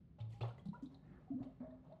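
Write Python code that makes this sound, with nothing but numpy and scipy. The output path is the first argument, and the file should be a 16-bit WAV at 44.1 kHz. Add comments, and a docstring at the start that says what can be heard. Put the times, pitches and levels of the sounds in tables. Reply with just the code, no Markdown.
"""Bathtub stopper in shallow water

A hand works the drain stopper and lifts away. Trapped air booms under the stopper, water slaps
and sprays, drops from the hand tick on the metal, ripples run back and bubbles glug in the drain.
The tub rings along in a small, quiet bathroom."""
import sys
import numpy as np
from scipy import signal
from scipy.fft import rfft, irfft
from scipy.io import wavfile

SR = 44100
rng = np.random.default_rng(int(sys.argv[2]) if len(sys.argv) > 2 else 0)


def unload_wav(signal):
    """Save mono or channel-first audio to the path in sys.argv[1] as 16-bit WAV at rate SR, clipped to [-1, 1]."""
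    wavfile.write(
        sys.argv[1],
        SR,
        np.round(np.clip(np.atleast_2d(signal).T, -1, 1) * 32767).astype(np.int16),
    )


N = 88200


def undb(db):
    """Decibels to gain."""
    return 10 ** (np.asarray(db) / 20)


def unit(x):
    """Scale to rms 1."""
    return x / np.sqrt(np.mean(x ** 2) + 1e-20)


def colour(x, spectrum):
    """Filter by (frequency [Hz], gain [dB]) points; scale to rms 1."""
    hz, db = np.array(spectrum).T
    bin_hz = np.maximum(np.arange(N // 2 + 1) * SR / N, 1)
    gain = undb(np.interp(np.log(bin_hz), np.log(hz), db))
    return unit(irfft(rfft(x) * gain, N))


def since(start_s):
    """Seconds since start_s, zero before."""
    return np.maximum(np.arange(N) / SR - start_s, 0)


def decay(t60_s):
    """Exponential fall, 60 dB in t60_s."""
    return np.exp(-np.log(1000) * since(0) / t60_s)


def room_rumble(rms_db=-62):
    """Steady low background noise."""
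    # (frequency [Hz], gain [dB])
    rumble_spectrum = [(25, -54), (38, -23), (49, 2.5), (62, -3), (100, -2.5), (160, 3), (250, -10.5),
                       (400, -20.5), (800, -35), (1500, -39), (4000, -49), (11000, -70.5)]
    return undb(rms_db) * colour(rng.standard_normal(N), rumble_spectrum)


def bubble(start_s, hz, db, life_s, pitch_rise, swell_cycles=.65, fade_power=1.62):
    """Trapped air swells within about a cycle, then fades as its pitch climbs."""
    t = since(start_s)
    pitch_hz = hz * (1 + pitch_rise * (1 - np.exp(-t / life_s)))
    swell = 1 - np.exp(-t * hz / swell_cycles)
    fade = np.exp(-(t / life_s) ** fade_power)
    return undb(db) * swell * fade * np.sin(2 * np.pi * np.cumsum(pitch_hz * (t > 0)) / SR)


def glugs():
    """Air pockets boom under the stopper; bubbles gurgle in the drain."""
    # (start [s], pitch [Hz], level [dB], life [s], pitch rise [fraction])
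    air_pockets = [ (.183, 576, -65.5, 0.03, 0.033), (.185, 830, -66.5, 0.062, 0.021),
                   (.202, 110.7, -40.5, 0.12, 0.011), (.338, 808.4, -70.5, 0.06, 0.0067),
                   (0.411, 116.1, -35, 0.079, 0.019), (.410, 428, -46, 0.013, 0.12),
                   (.433, 769, -46.5, 0.011, 0.071), (0.569, 128.8, -51, 0.033, 0.0053),
                   (.658, 178.2, -39.5, 0.035, 0.19), (0.687, 155.3, -31, 0.012, 0.22),
                   (0.717, 190.6, -41.5, 0.015, 0.05), (.731, 930.6, -53.5, 0.029, 0.095),
                   (.744, 1329, -57, 0.018, 0.14), (.825, 240.6, -40, 0.025, 0.32),
                   (0.855, 247, -47, 0.023, 0.036), (.888, 269.4, -57.5, 0.097, 0.02),
                   (1.278, 735, -63, 0.022, 0.05), (1.303, 255.5, -37, 0.041, 0.2),
                   (1.315, 672, -58.5, 0.024, .03), (1.334, 115.7, -43.5, 0.016, 0.16),
                   (1.343, 233.2, -38, 0.048, 0.23), (1.368, 437, -64, 0.048, 0.73),
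                   (1.403, 244.4, -36, 0.022, 0.17), (1.405, 120.4, -43, 0.025, 0.056),
                   (1.417, 690, -55.5, 0.011, 0.062), (1.453, 261.6, -47.5, 0.042, 0.019),
                   (1.464, 548.5, -62.5, 0.042, 0.42), (1.603, 236.3, -41.5, 0.036, 0.12),
                   (1.626, 557, -53, 0.016, 0.24), (1.645, 617, -54, 0.035, 0.044),
                   (1.685, 252.5, -54, 0.13, 0.036), (1.722, 612, -57.5, 0.027, 0.1),
                   (1.897, 542.5, -62.5, .032, 1.02), (1.919, 613.4, -55, 0.031, 0.13)]
    return sum(bubble(*row) for row in air_pockets)


def fizz(bubbles_per_s=4000, low_hz=500, high_hz=11000, decay_cycles=11):
    """Foam: a cloud of tiny bubbles of mixed size, each ringing briefly."""
    when, smallness, strength = rng.random((int(bubbles_per_s * N / SR), 3)).T[:, :, None]
    hz = low_hz * (high_hz / low_hz) ** smallness
    offsets = np.arange(800)
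    cycles = hz * offsets / SR
    rings = hz * strength ** 2 * np.exp(-cycles / decay_cycles) * np.sin(2 * np.pi * cycles)
    positions = (when * N).astype(int) + offsets
    return unit(np.bincount(positions.ravel(), rings.ravel(), N)[:N])


def patter(spectrum, foam, drops_per_s=12000, scatter_db=3):
    """Dense droplet impacts of uneven size, mixed with ringing foam."""
    hits = rng.random(N) < drops_per_s / SR
    polarity = np.sign(rng.standard_normal(N))
    sizes = undb(scatter_db * rng.standard_normal(N))
    return colour(unit(hits * polarity * sizes) + foam, spectrum)


def splashes(foam):
    """Bursts of slapping water, spray and fine mist."""
    # (start [s], rise [s], decay [s], slap [dB], spray [dB], mist [dB])
    bursts = [ (0.185, 0.0049, 0.053, -66, -77, -89.5), (0.2, 0.0035, 0.012, -84, -65.5, -88),
              (0.291, 0.011, 0.081, -76.5, -86, -79), (0.316, 0.0032, 0.047, -81.5, -75, -97),
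              (0.408, 0.00052, 0.028, -48.5, -58, -80.5), (0.43, 0.008, 0.028, -49, -76, -85.5),
              (0.48, 0.0016, 0.034, -64, -77.5, -91), (0.579, 0.002, 0.018, -61, -81, -81.5),
              (0.654, 0.0019, 0.019, -63, -83.5, -75.5), (0.73, 0.00077, 0.087, -67.5, -89.5, -92),
              (0.821, 0.0051, 0.025, -79, -84, -76.5), (0.899, 0.024, 0.055, -66, -85.5, -88),
              (1.008, 0.15, 0.43, -71.5, -89.5, -92.5), (1.383, 0.032, 0.076, -66, -98, -101),
              (1.428, 0.00067, 0.017, -64.5, -72, -86), (1.602, 0.0011, 0.091, -65, -96.5, -104),
              (1.83, 0.047, 0.093, -66.5, -85.5, -100)]
    # layer spectra (frequency [Hz], gain [dB])
    slap = [(150, -26), (300, -11), (400, 3.5), (600, -4.5), (820, -7.5), (1100, -11.5), (1500, -20),
            (2100, -26), (3500, -79)]
    spray = [(700, -22), (1400, -18.5), (2000, 2.5), (2700, 9), (3600, 6.5), (4500, 4), (5100, -11.5),
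             (8000, -19.5), (12000, -49.5)]
    mist = [(2500, -2), (3900, 8.5), (5500, 9), (7500, 8.5), (8500, 4), (9900, 6), (10500, -4.5),
            (12000, 9)]
    layers = np.array([patter(spectrum, foam) for spectrum in (slap, spray, mist)])
    out = np.zeros(N)
    for start_s, rise_s, decay_s, *layer_db in bursts:
        t = since(start_s)
        envelope = (1 - np.exp(-t / rise_s)) * np.exp(-t / decay_s)
        out += envelope * (undb(layer_db) @ layers)
    return out


def pings():
    """Single tiny bubbles ring high and short."""
    # (start [s], pitch [Hz], level [dB])
    tiny_bubbles = [(.333, 1880, -70), (.409, 2400, -55), (.413, 2700, -55), (.421, 3350, -57),
                    (.507, 1338, -59), (.582, 1960, -63), (.595, 3200, -68), (1.708, 1770, -71)]
    return sum(bubble(*row, life_s=.008, pitch_rise=.07) for row in tiny_bubbles)


def stopper_ticks(low_hz=3600, high_hz=4150, decay_s=.008):
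    """Drops hit the wet metal stopper, which rings in one damped band."""
    # (time [s], rms at impact [dB])
    drops = [(.657, -69), (.686, -70), (.859, -67), (.945, -69), (1.708, -81), (1.925, -81)]
    band = signal.butter(2, (low_hz, high_hz), "band", fs=SR, output="sos")
    ring = unit(signal.sosfilt(band, rng.standard_normal(N)))
    envelope = sum(undb(db) * (since(hit_s) > 0) * np.exp(-since(hit_s) / decay_s) for hit_s, db in drops)
    return ring * envelope


def trickle(foam):
    """Water runs back in small ripples."""
    # (centre [s], 1/e half width [s], level [dB])
    ripples = [(1.135, 0.091, -63)]
    # low slosh, light babble (frequency [Hz], gain [dB])
    ripple_spectrum = [(90, 0), (150, 30), (350, 20), (650, -7), (1800, 0.5), (2600, -15), (4500, -44)]
    t = since(0)
    flow = sum(undb(db) * np.exp(-((t - centre_s) / half_s) ** 2) for centre_s, half_s, db in ripples)
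    return flow * patter(ripple_spectrum, foam)


def tub_ring(water, gain_db=-2):
    """Tub and drain resonate, driven by the water."""
    # (frequency [Hz], relative gain [dB], t60 [s])
    modes = [(264, -9, .7), (394, 4, .5), (460, 3, .45), (580, 4, .35), (635, 0, .5), (693, 4, .5),
             (770, 4, .25), (813, 4, .25), (965, -2, .3), (1055, 4, .2), (1102, 0, .18)]
    response = np.zeros(N)
    for hz, db, t60_s in modes:
        norm = 2 * np.log(1000) / (t60_s * SR)  # unity gain at resonance
        response += undb(db) * norm * decay(t60_s) * np.cos(2 * np.pi * hz * since(0))
    return undb(gain_db) * signal.fftconvolve(water, response)[:N]


def room_echo(water, gain_db=-8, t60_s=.46, low_cut_hz=374):
    """Diffuse echo off hard walls, with the bass cut away."""
    highpass = signal.butter(2, low_cut_hz, "high", fs=SR, output="sos")
    noise = signal.sosfilt(highpass, rng.standard_normal(N))
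    fade = decay(t60_s)
    response = noise * fade / np.linalg.norm(fade)
    return undb(gain_db) * signal.fftconvolve(water, response)[:N]


def scene():
    """Water sounds, tub ring and echo over the room rumble; mono."""
    foam = fizz()
    water = glugs() + splashes(foam) + pings() + trickle(foam) + stopper_ticks()
    return (room_rumble() + water + tub_ring(water) + room_echo(water))[None]


def record(dry, fade_s=.006, top_hz=12000):
    """Short fade at both ends, then a steep low-pass."""
    t = since(0)
    fade = np.minimum(np.minimum(t, t[::-1]) / fade_s, 1)
    lowpass = signal.ellip(8, .2, 70, top_hz, fs=SR, output="sos")
    return signal.sosfilt(lowpass, dry * fade)


dry = scene()
out = record(dry)
unload_wav(out)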